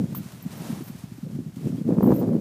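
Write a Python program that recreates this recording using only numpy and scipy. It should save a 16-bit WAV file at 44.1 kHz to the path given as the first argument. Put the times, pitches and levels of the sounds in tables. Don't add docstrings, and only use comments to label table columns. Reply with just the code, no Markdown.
import sys
import numpy as np
from scipy import signal
from scipy.fft import rfft, irfft
from scipy.io import wavfile

SR = 44100
rng = np.random.default_rng(int(sys.argv[2]) if len(sys.argv) > 2 else 0)


def natural_amplitude(level_db):
    exponent = np.asarray(level_db, float) / 20
    return 10 ** exponent


def output_pcm(signal):
    pcm = np.clip(np.atleast_2d(signal).T, -1, 1) * 32767
    wavfile.write(sys.argv[1], SR, np.round(pcm).astype(np.int16))


N = 106148


def rms_one(x):
    return x / np.sqrt(np.mean(x ** 2) + 1e-20)


def in_time(rows):
    s, *columns = np.transpose(rows)
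    return [np.interp(np.arange(N) / SR, s, c) for c in columns]


def drift(rate):
    r = np.exp(-2 * np.pi * rate / SR)
    wander = signal.lfilter([1], [1, -2 * r, r * r], rng.standard_normal(N + SR))
    return rms_one(wander[SR:])


def butter(x, order, hz, kind):
    return signal.sosfilt(signal.butter(order, hz, kind, fs=SR, output="sos"), x)


def colour(x, points, skirt_db=18):
    octave = np.log2(np.arange(N // 2 + 1) * SR / N + 1)
    hz, db = np.transpose(points)
    at = np.log2(hz)
    outside = np.maximum(at[0] - octave, 0) + np.maximum(octave - at[-1], 0)
    gain = natural_amplitude(np.interp(octave, at, db) - skirt_db * outside)
    return rms_one(irfft(rfft(x) * gain, N))


def ring(clicks, hz, t60):
    r, w = natural_amplitude(-60 / (t60 * SR)), 2 * np.pi * hz / SR
    return signal.lfilter([0, np.sin(w)], [1, -2 * r * np.cos(w), r * r], clicks + 1e-18)


def turbulence():
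    # (frequency [Hz], level per Hz [dB])
    low_colour = [(15, -74), (25, -58), (70, -52), (117, 0), (181, -0.5), (310, -11), (502, -31),
                  (900, -74), (1170, -80), (1980, -120)]
    # (frequency [Hz], level per Hz [dB])
    edge_colour = [(140, -34), (230, 0.5), (537, -10), (740, -24.5), (1030, -35), (2500, -53), (3250, -75),
                   (5500, -120)]
    low = colour(rng.standard_normal(N), low_colour)
    edge = colour(rng.standard_normal(N), edge_colour)
    return low, edge


def field_rumble():
    deep_hz, deep_db = 95, -45.5
    return natural_amplitude(deep_db) * rms_one(butter(rng.standard_normal(N), 2, deep_hz, "low"))


def steady_wind(low, edge):
    # (time [s], level [dB])
    wind_levels = [(0, -30.5), (.22, -39), (.29, -48.5), (.52, -41), (.63, -35), (.78, -36.5), (.85, -44.5),
                   (1.2, -49), (1.27, -36), (1.48, -39.5), (1.53, -49.5), (1.65, -31.5), (1.84, -36),
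                   (1.91, -21.5), (1.96, -26.5), (2.1, -21), (2.37, -26.5), (2.41, -29)]
    rumble_grows, hiss_db, hiss_grows = 0.9, -20, 1.89
    level_db, = in_time(wind_levels)
    lumps_db = 2.0 * drift(54)
    rumble_db = rumble_grows * (level_db + 41.5) - 42 + lumps_db
    hiss_level_db = hiss_db + hiss_grows * (level_db + 27.0 + lumps_db) - 13
    return natural_amplitude(rumble_db) * low + natural_amplitude(hiss_level_db) * edge


def eddies(low, edge):
    # (time [s], peak level [dB], pitch [Hz], length [s])
    breeze_eddies = [(0.003, -16.5, 251, 0.016), (0.017, -18.5, 220, 0.0075), (0.041, -14.5, 177, 0.01),
                     (0.068, -25, 202.0, 0.0041), (0.081, -32, 211.0, 0.005), (0.097, -36, 215.0, 0.0043),
                     (0.124, -19.5, 171.0, 0.0092), (0.17, -21, 227, 0.0042), (0.188, -24, 215.0, 0.0073),
                     (0.202, -24, 190, 0.011), (0.237, -31, 163, 0.01), (0.261, -27, 166, 0.007),
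                     (0.337, -35, 153, 0.011), (0.363, -34.5, 157, 0.021), (0.435, -34, 159, 0.012),
                     (0.462, -22.5, 215, 0.017), (0.522, -41, 166, 0.012), (0.551, -45, 187, 0.0065),
                     (0.577, -33, 211, 0.007), (0.608, -30, 180, 0.0029), (0.643, -37, 161, 0.011),
                     (0.706, -20, 231, 0.017), (0.728, -17.0, 190, 0.0078), (0.743, -27, 180, 0.007),
                     (0.762, -32, 187, 0.0053), (0.788, -37, 151.0, 0.0088), (0.819, -19.5, 177, 0.01),
                     (0.903, -25.0, 194.0, 0.009), (0.953, -21, 184.0, 0.0057), (0.988, -36.0, 172, 0.0061),
                     (1.04, -22, 185.0, 0.0045), (1.122, -30.5, 186, 0.0085), (1.186, -28.5, 250, 0.006),
                     (1.236, -24.5, 206, 0.014), (1.271, -29.0, 225, 0.0031), (1.301, -25.0, 200.0, 0.0059),
                     (1.332, -30, 182.0, 0.015), (1.35, -30, 220, 0.028), (1.365, -21.5, 205, 0.0067),
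                     (1.39, -16.5, 234, 0.0039), (1.405, -22, 240, 0.0083), (1.419, -32.0, 170, 0.016),
                     (1.465, -20, 192.0, 0.0094), (1.484, -29.5, 165, 0.015), (1.5, -31, 189.0, 0.0073),
                     (1.571, -23.5, 202, 0.0051), (1.586, -35, 240, 0.01), (1.619, -30, 187.0, 0.0078)]
    # (time [s], peak level [dB], pitch [Hz], length [s])
    gust_eddies = [(1.657, -16.0, 171, 0.0096), (1.673, -16.5, 178, 0.0063), (1.683, -21.5, 220.0, 0.004),
                   (1.702, -20, 234, 0.013), (1.73, -19, 178, 0.011), (1.748, -16.5, 175, 0.011),
                   (1.785, -17.5, 255.0, 0.0053), (1.816, -17.5, 225, 0.0085),
                   (1.854, -17.5, 216.0, 0.0065), (1.872, -18.5, 223, 0.015), (1.892, -10, 283, 0.0041),
                   (1.922, -8.5, 265, 0.004), (1.94, -18, 174, 0.0054), (1.973, -23.0, 300, 0.006),
                   (1.986, -5.5, 222, 0.0038), (1.994, -14.5, 191.0, 0.004), (2.008, -11.5, 340.0, 0.0026),
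                   (2.026, -9, 187.0, 0.0038), (2.039, -9, 215, 0.011), (2.053, -11.5, 210.0, 0.0072),
                   (2.065, -7.5, 205, 0.015), (2.075, -10, 235, 0.0063), (2.093, -33, 248, 0.0054),
                   (2.106, -4, 350, 0.003), (2.124, -7.5, 251, 0.0042), (2.133, -9.5, 228.0, 0.0045),
                   (2.151, -23, 320, 0.012), (2.165, -19, 330, 0.0044), (2.182, -23, 278.0, 0.0098),
                   (2.205, -16, 276.0, 0.0031), (2.222, -11, 260, 0.0049), (2.241, -15, 282.0, 0.0025),
                   (2.253, -17, 328.0, 0.0031), (2.274, -27, 182.0, 0.0032), (2.287, -15.0, 223.0, 0.0051),
                   (2.296, -14.5, 242, 0.0062), (2.307, -20.5, 200.0, 0.011), (2.331, -16.5, 276, 0.0059),
                   (2.352, -13.0, 297, 0.0057), (2.365, -14, 326, 0.004), (2.38, -21, 227.0, 0.012),
                   (2.405, -27.5, 240, 0.006)]
    # (time [s], peak level [dB], pitch [Hz], length [s])
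    more_eddies = [
        (0.811, -23, 290, 0.0074),
        (1.883, -18, 200, 0.0093),
        (1.908, -17, 210, 0.0045),
        (1.927, -15, 208, 0.0046),
    ]
    rough, width = 0.18, 0.95
    tail, sag = 1.25, 0.16
    edge_db, edge_grows, edge_width = -16, 1.97, 0.82
    t, out = np.arange(N) / SR, np.zeros(N)
    gusts = [*breeze_eddies, *gust_eddies, *more_eddies]
    for (s, db, hz, length), turn in zip(gusts, rng.random(len(gusts))):
        near = slice(max(int((s - .05) * SR), 0), int((s + .05) * SR))
        since = t[near] - s
        age = since / (length * width / 2)
        age = np.where(age > 0, age / tail, age)
        bend = 1 - sag * np.clip(age, -2, 2) / 2
        cycles = np.cos(2 * np.pi * (hz * bend * since + turn))
        thump = (1 - rough) * cycles + rough * low[near]
        out[near] += natural_amplitude(db - 7.5 * age ** 2) * thump
        sharp_db = edge_db + edge_grows * (db + 5) - 6.8 * (age / edge_width) ** 2
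        out[near] += natural_amplitude(sharp_db) * edge[near]
    return out


def grass():
    # (time [s], level [dB])
    rustle_levels = [(0, -59), (.1, -54), (.2, -55), (.46, -55.5), (.52, -51), (.62, -48.5), (.73, -48.5),
                     (.79, -50.5), (.86, -53.5), (.91, -57), (1.03, -55.5), (1.07, -59), (1.36, -59),
                     (1.5, -61.5), (1.66, -56), (1.95, -59.5), (2.15, -55.5), (2.41, -62)]
    # (frequency [Hz], level per Hz [dB])
    grass_colour = [(240, -28), (400, -5.5), (473, -14), (642, -8.5), (1560, -14), (2830, -17),
                    (9300, -20.5), (14300, -22.5), (15400, -23.5)]
    # (time [s], peak level [dB], T60 [s])
    torn_tufts = [
        (0.1496, -25, 0.084),
        (0.2603, -48, 0.054),
        (0.32, -26.5, 0.037),
        (0.9602, -52, 0.088),
        (1.559, -33.5, 0.23),
        (1.6714, -35, 0.2),
    ]
    rustle_lift_db = 3.5
    snaps_per_s, snap_spread_db, snap_share = 1500, -1.5, 0.39
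    warm_hz, warm_db, warm_grows = 580, -48, 2.9
    t = np.arange(N) / SR
    level_db, = in_time(rustle_levels)
    sizes = natural_amplitude(snap_spread_db * np.minimum(rng.exponential(1, N), 5)) * rng.choice([-1, 1], N)
    snaps = rms_one(sizes * (rng.random(N) < snaps_per_s * natural_amplitude(4.0 * drift(30)) / SR))
    brushing = snap_share * snaps + (1 - snap_share) * rng.standard_normal(N)
    body = colour(brushing, grass_colour, skirt_db=37.0)
    tear_power = np.zeros(N)
    for s, db, t60 in torn_tufts:
        fall_db = 60 * np.maximum(t - s, 0) / max(t60, .01)
        tear_power += natural_amplitude(db - 16.5 - fall_db) ** 2 * (t >= s)
    pull = rms_one(butter(rng.standard_normal(N), 2, [warm_hz / 2, warm_hz * 1.58], "band"))
    warm = natural_amplitude(warm_db + warm_grows * (level_db + 49.0)) * pull
    rustle = natural_amplitude(level_db + rustle_lift_db + 1.0 * drift(12.3))
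    return np.sqrt(rustle ** 2 + tear_power) * body + warm


def collar():
    # (time [s], length [s], low links level [dB], high links level [dB])
    jingles = [(0.126, .012, -51, -54), (0.148, 0.025, -32, -32.5), (0.421, 0.013, -40, -44),
               (0.57, .012, -50, -48), (0.834, .012, -43, -46), (0.857, .03, -41, -47),
               (0.907, .008, -53, -51), (1.602, .01, -60, -57), (2.01, .015, -57, -65),
               (2.022, .045, -39, -45), (2.082, .04, -56, -46), (2.137, 0.033, -41, -40),
               (2.182, 0.02, -43, -41), (2.258, .06, -60, -65), (2.344, 0.0091, -57, -60),
               (2.392, 0.013, -62, -51)]
    # (frequency [Hz], level [dB])
    link_modes = [(12350, -18), (12520, -2), (12720, 0), (12860, -11.5), (13100, -8), (13480, -26),
                  (14118, -1), (14344, -7), (14452, -3), (14694, -6), (14850, -6), (15050, -9), (15230, -3)]
    high_links_hz, link_t60_s = 13800, 0.035
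    touches_per_s, touch_spread_db = 310, 5.5
    shake_fade_s, shake_sag_db, link_wander_db = 0.0092, 2.5, 3.5
    t, low, high = np.arange(N) / SR, np.zeros(N), np.zeros(N)
    for s, length, low_db, high_db in jingles:
        fade = np.exp(-np.maximum(t - s - length, 0) / shake_fade_s)
        sag = natural_amplitude(shake_sag_db * (.5 - np.clip((t - s) / length, 0, 1)))
        shake = (t >= s) * fade * sag
        low += natural_amplitude(low_db) * shake
        high += natural_amplitude(high_db) * shake
    rate = touches_per_s * natural_amplitude(3.0 * drift(65)) / SR
    out = np.zeros(N)
    for hz, db in link_modes:
        shaking = high if hz > high_links_hz else low
        touches = (rng.random(N) < rate) * rng.choice([-1, 1], N)
        spread_db = touch_spread_db * rng.standard_normal(N).clip(-2, 1.5)
        force = natural_amplitude(db - 10 + link_wander_db * drift(11) + spread_db)
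        out += ring(touches * shaking * force, hz, link_t60_s)
    return butter(out, 4, 11500, "high")


def stem_pop():
    # (time [s], peak level [dB], pitch [Hz], length [s])
    pops = [
        (0.149, -29.5, 1080, 0.0019),
    ]
    t, out = np.arange(N) / SR, np.zeros(N)
    for s, db, hz, length in pops:
        out += natural_amplitude(db - 6.9 * (2 * (t - s) / length) ** 2) * np.sin(2 * np.pi * hz * (t - s))
    return out


def bird():
    # (time [s], pitch [Hz], level [dB])
    chirp_path = [
        (1.761, 2990, -58),
        (1.782, 3230, -59),
        (1.802, 3320, -60),
    ]
    partner_ratio, partner_db = 1.5, -6
    t = np.arange(N) / SR
    hz, db = in_time(chirp_path)
    turn = 2 * np.pi * np.cumsum(hz) / SR
    start, end = chirp_path[0][0], chirp_path[-1][0]
    place = np.clip((t - start) / (end - start), 0, 1)
    swell = np.sqrt(np.sin(np.pi * place).clip(0))
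    return natural_amplitude(db) * swell * (np.sin(turn) + natural_amplitude(partner_db) * np.sin(partner_ratio * turn))


def slaps():
    # (time [s], peak level [dB], pitch [Hz])
    air_slaps = [(1.894, -42, 650), (1.907, -32, 800), (1.92, -35, 721), (1.938, -35, 758),
                 (1.956, -36, 850), (1.985, -30, 1000), (2.009, -23.5, 895), (2.017, -36, 724),
                 (2.03, -23, 1040), (2.043, -22.5, 890), (2.064, -25, 786), (2.076, -20.5, 910),
                 (2.107, -16, 850), (2.114, -23.5, 768), (2.121, -19, 960), (2.128, -23.5, 800),
                 (2.137, -33, 865), (2.15, -36, 712), (2.164, -40, 787), (2.215, -28, 690),
                 (2.221, -28, 783), (2.23, -28, 766), (2.237, -30, 830), (2.248, -37, 717),
                 (2.291, -32, 794), (2.334, -34, 760), (2.352, -39, 740), (2.369, -36.5, 734)]
    lift_db, length_s, pitch, bite_db = 2.5, 0.0013, 0.9, -20.5
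    t, out = np.arange(N) / SR, np.zeros(N)
    for (s, db, hz), turn in zip(air_slaps, rng.random(len(air_slaps))):
        near = slice(int((s - .02) * SR), int((s + .02) * SR))
        since = t[near] - s
        pulse = natural_amplitude(db + lift_db - 5.1 * (2 * since / length_s) ** 2)
        for k in (1, 2):
            tone = np.cos(2 * np.pi * (k * pitch * hz * since + turn))
            out[near] += pulse * natural_amplitude(bite_db * (k - 1)) * tone
    return out


def scene():
    low, edge = turbulence()
    wind = field_rumble() + steady_wind(low, edge) + eddies(low, edge) + slaps()
    return (wind + grass() + collar() + stem_pop() + bird())[None]


def roll_off(x):
    return signal.sosfilt(signal.butter(12, 15550, fs=SR, output="sos"), x)


def record(dry):
    port_hz, limit, top_hz = 87, .8, 15300
    thin = butter(dry, 4, port_hz, "high")
    rounded = limit * np.tanh(thin / limit)
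    mix = signal.sosfilt(signal.ellip(10, .5, 60, top_hz, fs=SR, output="sos"), rounded)
    return roll_off(mix)


dry = scene()
out = record(dry)
output_pcm(out)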